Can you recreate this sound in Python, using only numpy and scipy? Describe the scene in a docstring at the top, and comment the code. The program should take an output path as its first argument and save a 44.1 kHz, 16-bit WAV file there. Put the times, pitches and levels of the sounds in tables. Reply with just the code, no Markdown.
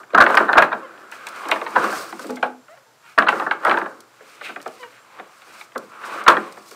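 """Rough planks are dragged out of a pile in a yard and thrown down on other planks.
Knocks and scraping ring the dense, quickly damped wood modes; one lifted slab rings longer.
Bark and dust hiss, crackle and snap. Hens cluck in short harmonic glides; insects buzz in the trees.
Shed wall, fence and trees return a dull echo. The loudest blows overload the microphone."""
import sys
import numpy as np
from scipy import signal
from scipy.fft import rfft, irfft, next_fast_len
from scipy.io import wavfile

SR = 44100
rng = np.random.default_rng(int(sys.argv[2]) if len(sys.argv) > 2 else 0)


def inscribe(sig):
    """Save sig as 16-bit PCM at rate SR to the path in sys.argv[1].

    A 1-D sig is mono; a 2-D sig holds one channel per row.
    Samples are clipped to [-1, 1] before scaling.
    """
    pcm = np.round(np.clip(np.atleast_2d(sig).T, -1, 1) * 32767)
    wavfile.write(sys.argv[1], SR, pcm.astype(np.int16))


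N = 297675

# Table levels are relative; each source adds its own gain.
# Drag strokes: peak t/s, swell/s, fade/s, rasp/dB, rumble, grating, hiss/dB re rasp, rasp centre f/Hz
DRAG_STROKES = [(0.0, .05, 0.037, -34, -8.5, -25, -22, 1200), (.32, 0.17, 0.28, -20, -4, -15, -26.5, 1230),
                (.52, 0.2, 0.9, -33.5, -5, -15, -25.5, 1300),
                (1.0, 0.22, 0.2, -47.5, -25, -10.5, -17.5, 1680),
                (1.125, 0.018, 0.35, -40.5, -8, -5.5, -12.5, 1400),
                (1.37, 0.31, 0.41, -32.5, -18, -11, -19.5, 1330),
                (1.55, 0.28, 0.27, -26.5, -12.5, -15.5, -24, 970),
                (1.82, 0.13, 0.29, -20, -5, -13, -43, 1210),
                (1.95, 0.32, 0.26, -33.5, -16, -11.5, -5, 1340),
                (2.22, 0.046, 0.089, -41, 2, -4.5, -3, 1300), (2.3, 0.9, 0.3, -43.5, -5, -7, -12.5, 1100),
                (2.72, .1, 0.23, -57, -24, -4, -8.5, 1515), (3.09, .1, 0.13, -46, -39, -4, -12.5, 1340),
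                (3.37, 0.12, 0.22, -24.5, -8.5, -17, -25.5, 1180),
                (3.678, 0.082, 0.23, -19.5, -7, -17.5, -26.5, 1210),
                (3.9, .2, 0.19, -49, 7, -20, -13, 1100), (4.299, 0.27, 0.6, -46, -9, -3.5, -10.5, 1280),
                (4.458, 0.053, 0.081, -34.5, -9, 5.5, -11, 1520),
                (4.75, .3, 0.42, -49.5, -2.5, -3, -5.5, 1070),
                (4.97, 0.22, 0.072, -47.5, -19, -4, -18, 1640),
                (5.17, 0.22, 0.25, -41, -12, -10, -25, 1050), (5.42, .5, 1, -50.5, -13, -7, -11, 1310),
                (5.6, 0.28, 0.081, -43, -12, -4, -7.5, 1260), (5.822, 0.13, .15, -48.5, 6, -7, -10, 1080),
                (5.94, 0.066, 0.14, -36.5, -15, -13, -30, 1240),
                (6.05, 0.055, 0.14, -28.5, -31, -13, -22, 1220),
                (6.14, 0.17, .12, -25.5, -10, -11.5, -21, 1120),
                (6.21, .1, .04, -26.5, -58, -14, -25, 1440), (6.42, 0.45, 0.24, -33, -2.5, -11, -20, 1050),
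                (6.74, 0.45, .1, -47, -22, -9, -5.5, 1120)]
# Struck plank shuffling to rest; rows rasp, rumble, grating, hiss:
# base level/dB, slope/(dB per blow dB), slope/(dB per crack dB), t60/s
SETTLING = [(-18, 1.24, -0.56, 0.15), (-31.5, .95, -0.52, 0.33), (-9.5, 1.54, 0.96, 0.15),
            (-30.5, 1.4, 0.93, 0.21)]
# Plank mode strength: f/Hz, level/dB
PLANK_SPECTRUM = [(59, -60), (100, -23), (310, -1), (717, 3), (911, 0.5), (1550, 4.5), (1970, -1.5),
                  (2590, -5.5), (3240, -11), (3910, -9), (6000, -34.5), (7800, -68.5), (13200, -120)]
# Mode decay of a struck plank: f/Hz, t60/s
PLANK_DECAY = [(120, 0.33), (260, 0.12), (700, 0.087), (1800, 0.042), (5000, 0.0054)]
# Bark and dust spectrum: f/Hz, level/dB
GRIT_SPECTRUM = [(2650, -13), (4500, -0.5), (6970, -5.5), (8680, -4), (9830, -8.5), (10600, -13),
                 (13700, -12), (15600, -14)]
# Bark and splinter snaps: t/s, level/dB
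SNAPS = [(0.1466, -41), (0.178, -22), (0.2394, -19), (0.3052, -24), (0.3516, -14), (0.373, -20),
         (0.5272, -24), (0.6215, -16), (1.1154, -25), (1.2685, -17.5), (1.287, -20.5), (1.3608, -30),
         (1.486, -18), (1.512, -13), (1.8407, -20), (2.1939, -22.5), (2.2682, -23.5), (2.3052, -22.5),
         (2.343, -44), (2.3585, -22.5), (3.6493, -17.5), (3.7848, -26), (4.0048, -26), (4.6164, -27.5),
         (4.6269, -26.5), (4.6763, -26), (5.7783, -18), (6.2387, -26), (6.5236, -27), (6.6992, -45),
         (6.7101, -23.5)]
# Leaves and distant air: f/Hz, level/dB
AIR_SPECTRUM = [(40, -38), (90, -20), (120, -6), (170, -16), (300, -15), (500, -11), (900, -9), (1500, -10),
                (2500, -20), (6000, -22), (10000, -28), (15600, -32)]
# Plank on plank: t/s, blow/dB, low thud/dB re blow, high crack/dB re blow, rattle t60/s
BLOWS = [(0.032, -34, -21, -14, 0.022), (0.104, -37.5, -52, -11, 0.02), (0.133, -19, 15.5, -13, 0.024),
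         (0.146, -2.5, -32, -23, 0.0075), (0.176, -1, -10.5, -21, 0.058), (0.202, 2, -39, -26, 0.031),
         (0.21, -3, -17.5, -11.5, 0.014), (0.22, 0.5, -40, -16.5, 0.014), (0.263, -3.5, -14, -13, 0.02),
         (0.298, -8, -20, -21, 0.024), (0.342, -7.5, -19, -16, 0.013), (0.371, 1.5, -58, -14, 0.017),
         (0.403, -8.5, -9.5, -34, 0.013), (0.483, -15, -16, -25, 0.02), (0.489, -6, -24, -28.5, 0.038),
         (0.53, -6, -29, -12.5, 0.01), (0.553, -7.5, -10, -29, 0.011), (0.569, -1.5, -33, -29, 0.017),
         (0.578, 3, -23, -15, 0.041), (0.622, -1, -27, -13, 0.017), (0.716, -15.5, -20, -21, 0.028),
         (0.727, -10.5, -16.5, -17.5, 0.041), (0.976, -35, -25, -14, 0.07), (1.12, -26.5, -39, -6, 0.06),
         (1.267, -23.5, -67, -8, 0.06), (1.453, -28.5, 8.5, -1, 0.011), (1.488, -17, -14, -12, 0.086),
         (1.514, -5, -9, -4.5, 0.051), (1.558, -19, -14, -14, 0.017), (1.614, -17, -7.5, -11, 0.0091),
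         (1.663, -17.5, -15, -7.5, 0.042), (1.753, -13, -11, -18, 0.014), (1.759, -2, -12, -22, 0.037),
         (1.84, -9.5, -11.5, -26, 0.038), (1.925, -15, -16, -21, 0.0063), (2.125, -23, -5.5, -14, 0.021),
         (2.191, -24, -8, -19, 0.037), (2.241, -28.5, 3.5, -20, 0.035), (2.296, -24.5, 2.5, -12, 0.027),
         (2.367, -26, -1, -6, 0.1), (2.427, -6, -23, -11, 0.022), (2.681, -39, -36, -14, 0.021),
         (2.763, -52, -26, -13, 0.013), (2.774, -42.5, -29, -10.5, 0.018), (3.177, -3.5, -15.5, -21, 0.04),
         (3.184, 0.5, -50, -14.5, 0.012), (3.222, -9.5, -23, -13, 0.011), (3.267, -7.5, -16.5, -19, 0.11),
         (3.285, -3, -25, -8.5, 0.024), (3.322, -13.5, -8, -33, 0.011), (3.397, -13, -66, -22, 0.013),
         (3.417, -15.5, -11, -20, 0.047), (3.465, -13, -16, -26, 0.012), (3.51, -6.5, -60, -12, 0.015),
         (3.632, -20, -26, -22, 0.037), (3.649, -7, -14, -17, 0.027), (3.665, -6.5, -18, -20, 0.081),
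         (3.677, -10, -1, -22, 0.036), (3.695, -9, -12, -11.5, 0.011), (3.711, -5.5, -19, -12.5, 0.033),
         (3.739, -12, -11.5, -19, 0.029), (3.772, -7.5, -11.5, -15, 0.023), (3.814, -15.5, -11, -18, 0.012),
         (3.859, -19.5, -13, -19.5, 0.023), (4.205, -38, -2, -15, 0.068), (4.411, -24.5, -9.5, -10, 0.026),
         (4.491, -24.5, -5, -28, 0.037), (4.56, -21.5, -12, -16, 0.015), (4.601, -35, -19, -4, 0.022),
         (4.659, -19, -6.5, -16.5, 0.028), (4.679, -40.5, -32, 9, 0.015), (4.829, -27, -30, -9, 0.056),
         (5.187, -31, -5.5, -15, 0.015), (5.197, -25, -12, -13, 0.017), (5.418, -40, -24, -3, 0.02),
         (5.47, -43.5, 2, -17, 0.017), (5.547, -37, -51, -11, 0.013), (5.611, -29, -48, 0, 0.019),
         (5.719, -43, -32, -7, 0.011), (5.75, -30.5, -8.5, -15, 0.016), (5.757, -17.5, -3, -20.5, 0.02),
         (6.016, -39, -45, -25, 0.014), (6.036, -23.5, -79, -11, 0.04), (6.217, -30, -53, -8, 0.015),
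         (6.264, -5.5, -20, -18, 0.029), (6.278, 8, -19, -15, 0.019), (6.32, -7, -27, -19, 0.0098),
         (6.367, -10, -9, -17, 0.021), (6.571, -31.5, -3, -14, 0.011), (6.712, -36, 0, -5, 0.012)]
# Clucks: t/s, length/s, start f/Hz, end f/Hz, harmonics 1, 2, 3/dB, overtones/dB re harmonic 3
HEN_CALLS = [(0.82, 0.045, 574, 490, -45, -42.5, -61.5, -11),
             (2.682, 0.073, 567, 736, -50.5, -58.5, -61, -21.5),
             (2.767, 0.036, 554, 548, -58, -76.5, -82, -23),
             (2.854, 0.063, 432, 469, -73.5, -64.5, -84.5, -26.5),
             (3.032, 0.046, 470, 459, -84.5, -60, -58.5, -21.5),
             (4.791, 0.084, 518, 461.5, -48, -48, -63, -9)]
# Beak shaping of harmonics 4-8: f/Hz, level/dB
BEAK_SPECTRUM = [(1500, 18.5), (2100, 16), (2400, -6), (2900, 17.5), (3400, -0.5), (4500, -10)]
# Modes of the lifted slab: f/Hz, level/dB, t60/s
SLAB_MODES = [(253, -13, .8), (447, -15, .4), (501, -6, .25), (657, -17, .3), (840, -5, .3),
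              (894, -20, .15)]
# Taps on the slab: t/s, level/dB, tilt/(dB per octave)
SLAB_TOUCHES = [(2.294, -27.5, -6.5), (2.366, -37, -3), (2.429, -19.5, 2)]

HOP = 16   # samples per friction step
DRAG_FADE_DB, DRAG_ROUNDNESS = 20, 1.21   # loss over a swell or fade; 1 = pointed, 2 = rounded
RASP_FOCUS_DB, RASP_SKIRT_DB = 31, 9   # loss per squared octave off centre; its cap
SETTLE_HZ, SNAP_T60_S, SLAB_GRIP_S = 1330, 0.026, 2.61
INSECT_HZ, INSECT_STAGE_WIDTH_HZ, INSECT_DB = 7400, 120, -73
THIN_HZ, SOFT_HZ = 180, 4840
ECHO_T60_S, ECHO_DB, ECHO_CUT_HZ = 0.24, -17.5, 740
MIC_LOW_HZ, MIC_HIGH_HZ, MIC_CEILING = 92, 15600, 0.97


def from_db(db):
    return 10 ** (np.asarray(db) / 20)


def unit_rms(x):
    return x / np.sqrt(np.mean(x ** 2) + 1e-20)


def at_hz(points, hz):
    table_hz, values = np.transpose(points)
    return np.interp(np.log(hz), np.log(table_hz), values)


def ring(force, hz, t60_s):
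    """One mode: a unit click starts a decaying unit sine."""
    r, w = from_db(-60 / (t60_s * SR)), 2 * np.pi * hz / SR
    return signal.lfilter([0, np.sin(w)], [1, -2 * r * np.cos(w), r * r], force + 1e-18)


def coloured(x, spectrum):
    """Filter by an (f/Hz, level/dB) curve; N samples out."""
    size = next_fast_len(N)
    hz = np.maximum(np.fft.rfftfreq(size, 1 / SR), 1)
    return irfft(rfft(x, size) * from_db(at_hz(spectrum, hz)), size)[:N]


def contacts(per_s, spread_db, size):
    """Random impulses of uneven strength; rms 1."""
    strength = from_db(spread_db * np.minimum(rng.exponential(1, size), 5)) * rng.choice([-1, 1], size)
    return unit_rms(strength * (rng.random(size) < per_s / SR))


def drift(rate_hz):
    """Lines between unit Gaussian knots."""
    knots = rng.standard_normal(size=400)
    return np.interp(np.arange(N) / SR * rate_hz, np.arange(len(knots)), knots)


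def add(track, start_s, piece):
    at = round(start_s * SR)
    track[at:at + len(piece)] += piece[:N - at]


def band_shares(hz):
    """Weight of a mode in the low and the high range of the wood."""
    return np.clip(np.log2(800 / hz), 0, 1), np.clip(np.log2(hz / 1700) * 2.5, 0, 1)


def mode_gain(hz):
    """Higher modes lie wider apart, so each carries more."""
    return from_db(at_hz(PLANK_SPECTRUM, hz) + 10 * np.log10(hz / 1300))


def rattle(t60_s, first):
    """First contact, then dying chatter; one row of energy 1 per event."""
    t = np.arange(4096) / SR
    chatter = contacts(2500, 1.9, (len(t60_s), len(t)))
    chatter[:, 0] = first
    force = chatter * from_db(-60 * t / t60_s[:, None])
    return force / np.sqrt(np.sum(force ** 2, axis=1, keepdims=True))


def friction():
    """Drags and settling add in power: rasp, rumble, grating, hiss/dB and rasp centre/Hz per hop."""
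    t = np.arange(0, N, HOP) / SR
    power = np.full((4, len(t)), 1e-10)
    weighted_hz = SETTLE_HZ * power[0]
    for peak_s, swell_s, fade_s, rasp_db, *others_db, centre_hz in DRAG_STROKES:
        distance = np.maximum((peak_s - t) / swell_s, (t - peak_s) / fade_s)
        envelope_db = rasp_db - DRAG_FADE_DB * distance ** DRAG_ROUNDNESS
        stroke = from_db(envelope_db + np.array([0, *others_db])[:, None]) ** 2
        power += stroke
        weighted_hz += centre_hz * stroke[0]
    base_db, blow_slope, crack_slope, t60_s = np.transpose(SETTLING)[:, :, None]
    for start_s, blow_db, _, crack_db, _ in BLOWS:
        start_db = base_db + blow_slope * blow_db + crack_slope * crack_db
        shuffle = from_db(start_db - 60 * np.abs(t - start_s) / t60_s) ** 2 * (t >= start_s)
        power += shuffle
        weighted_hz += SETTLE_HZ * shuffle[0]
    return (*10 * np.log10(power), weighted_hz / power[0])


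def sliding(rasp_db, rumble_db, grating_db, centre_hz):
    """Dense uneven contacts drive the modes: low rumble, mid rasp around its centre, high grating."""
    rubs = [contacts(3000, 2.28, N) * from_db(1.6 * drift(30)) for _ in range(5)]
    modes_hz = 110 * 2 ** np.linspace(0, 5.7, 90) * from_db(rng.normal(0, 0.2, 90))
    out = np.zeros(N)
    for k, hz in enumerate(modes_hz):
        low, high = band_shares(hz)
        focus_db = -np.minimum(RASP_FOCUS_DB * np.log2(hz / centre_hz) ** 2, RASP_SKIRT_DB)
        mid_db = (1 - low - high) * (rasp_db + focus_db)
        level_db = low * (rumble_db + 4) + mid_db + high * (grating_db + 9) - 31.5
        drive = rubs[k % 5] * np.repeat(from_db(level_db), HOP)[:N]
        out += (-1) ** k * mode_gain(hz) * ring(drive, hz, 0.39 * at_hz(PLANK_DECAY, hz))
    return out


def grit(hiss_db):
    """Bark and dust hiss and crackle under sliding wood, and snap at times; too damped to ring."""
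    crackle = rng.standard_normal(N) + .5 * contacts(670, 2.8, N)
    out = unit_rms(crackle * from_db(2 * drift(48)))
    out *= np.repeat(from_db(hiss_db - 8.5), HOP)[:N]
    snaps = rattle(np.full(len(SNAPS), SNAP_T60_S), first=2.7)
    for (start_s, level_db), snap in zip(SNAPS, snaps):
        add(out, start_s, from_db(level_db - 3.5) * snap)
    return from_db(18) * coloured(out, GRIT_SPECTRUM)


def yard_air():
    """Leaves and distant air: steady shaped noise."""
    noise = rng.standard_normal(next_fast_len(N))
    return from_db(-55.5) * unit_rms(coloured(noise, AIR_SPECTRUM))


def insects():
    """Thin wavering buzz: noise through two resonator stages."""
    buzz = rng.standard_normal(N)
    for _ in range(2):
        buzz = ring(buzz, INSECT_HZ, 2.2 / INSECT_STAGE_WIDTH_HZ)
    return from_db(INSECT_DB + 2 * drift(7.2)) * unit_rms(buzz)


def knocks():
    """Each blow meets another plank: its own scatter of modes, summed as poles in the spectrum."""
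    out, size, modes = np.zeros(N), 8192, 80
    delay = np.exp(-2j * np.pi * np.arange(size // 2 + 1) / size)   # one sample
    blow_band = slice(size * 600 // SR, size * 2500 // SR)   # 600-2500 Hz sets the level
    signs = np.resize([1, 1, -1, -1], modes)   # neighbours partly cancel off resonance
    scatter = rng.standard_normal((len(BLOWS), 2, modes))
    forces = rattle(np.array(BLOWS)[:, 4], first=9.7)
    for (start_s, blow_db, thud_db, crack_db, _), (detune, uneven), force in zip(BLOWS, scatter, forces):
        hz = 130 * 2 ** np.linspace(0, 5.5, modes) * from_db(0.32 * detune)
        low, high = band_shares(hz)
        colour_db = low * (thud_db + 9) + high * (crack_db + 11.5) + 1.5 * uneven
        gain = signs * mode_gain(hz) * from_db(colour_db)
        r = from_db(-60 / (at_hz(PLANK_DECAY, hz) * SR))[:, None]
        w = 2 * np.pi * hz[:, None] / SR
        body = gain @ (np.sin(w) * delay / (1 - 2 * r * np.cos(w) * delay + (r * delay) ** 2))
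        spectrum = body * rfft(force, size)
        band_rms = np.sqrt(np.mean(np.abs(spectrum[blow_band]) ** 2))
        add(out, start_s, from_db(blow_db + 30.5) * irfft(spectrum / band_rms, size))
    return out


def hens():
    """Gliding harmonic clucks, soft ends, unsteady pitch; far ones lose their overtones."""
    out = np.zeros(N)
    for start_s, length_s, start_hz, end_hz, *levels_db, overtones_db in HEN_CALLS:
        hz = np.linspace(start_hz, end_hz, round(length_s * SR))
        jitter = 1 + .008 * drift(200)[:len(hz)]
        phase = 2 * np.pi * np.cumsum(hz * jitter) / SR
        upper_db = [levels_db[2] + overtones_db + at_hz(BEAK_SPECTRUM, k * hz) for k in range(4, 9)]
        call = sum(from_db(db + 7) * np.sin(k * phase) for k, db in enumerate(levels_db + upper_db, 1))
        add(out, start_s, call * signal.windows.tukey(len(hz), .4))
    return out


def slab():
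    """Hung from one hand, the slab rings freely until the next tap or the final grip stops it."""
    out = np.zeros(N)
    stops_s = [start_s for start_s, _, _ in SLAB_TOUCHES[1:]] + [SLAB_GRIP_S]
    for (start_s, tap_db, tilt_db), stop_s in zip(SLAB_TOUCHES, stops_s):
        tap = signal.unit_impulse(round((stop_s - start_s) * SR))
        ringing = sum(from_db(tap_db + mode_db + tilt_db * np.log2(hz / 840)) * ring(tap, hz, t60_s)
                      for hz, mode_db, t60_s in SLAB_MODES)
        release = np.minimum(np.arange(len(tap))[::-1] / 300, 1)
        add(out, start_s, ringing * release)
    return out


def radiated(x):
    """Narrow boards radiate little bass; wood on wood is too soft to excite the top."""
    return signal.sosfilt(signal.butter(3, [THIN_HZ, SOFT_HZ], "band", fs=SR, output="sos"), x)


def echoes(x):
    """Short, dull scatter off shed wall, fence and trees."""
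    t = np.arange(SR // 2) / SR
    scatter = rng.standard_normal(len(t)) * from_db(-60 * t / ECHO_T60_S) * (t > .008)
    scatter = signal.sosfilt(signal.butter(1, ECHO_CUT_HZ, fs=SR, output="sos"), scatter)
    return from_db(ECHO_DB) * signal.fftconvolve(x, scatter / np.sqrt(np.sum(scatter ** 2)))[:N]


def scene():
    """Wood, grit and hens with their echo, over air and insects; mono."""
    rasp_db, rumble_db, grating_db, hiss_db, centre_hz = friction()
    wood = knocks() + sliding(rasp_db, rumble_db, grating_db, centre_hz) + slab()
    near = radiated(wood) + grit(hiss_db) + hens()
    return (near + echoes(near) + yard_air() + insects())[None]


def record(dry):
    """Microphone: bass cut, hard clip, steep top cut."""
    x = signal.sosfilt(signal.butter(2, MIC_LOW_HZ, "high", fs=SR, output="sos"), dry)
    x = np.clip(x, -MIC_CEILING, MIC_CEILING)
    return signal.sosfilt(signal.ellip(12, .5, 80, MIC_HIGH_HZ, fs=SR, output="sos"), x)


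dry = scene()
out = record(dry)
inscribe(out)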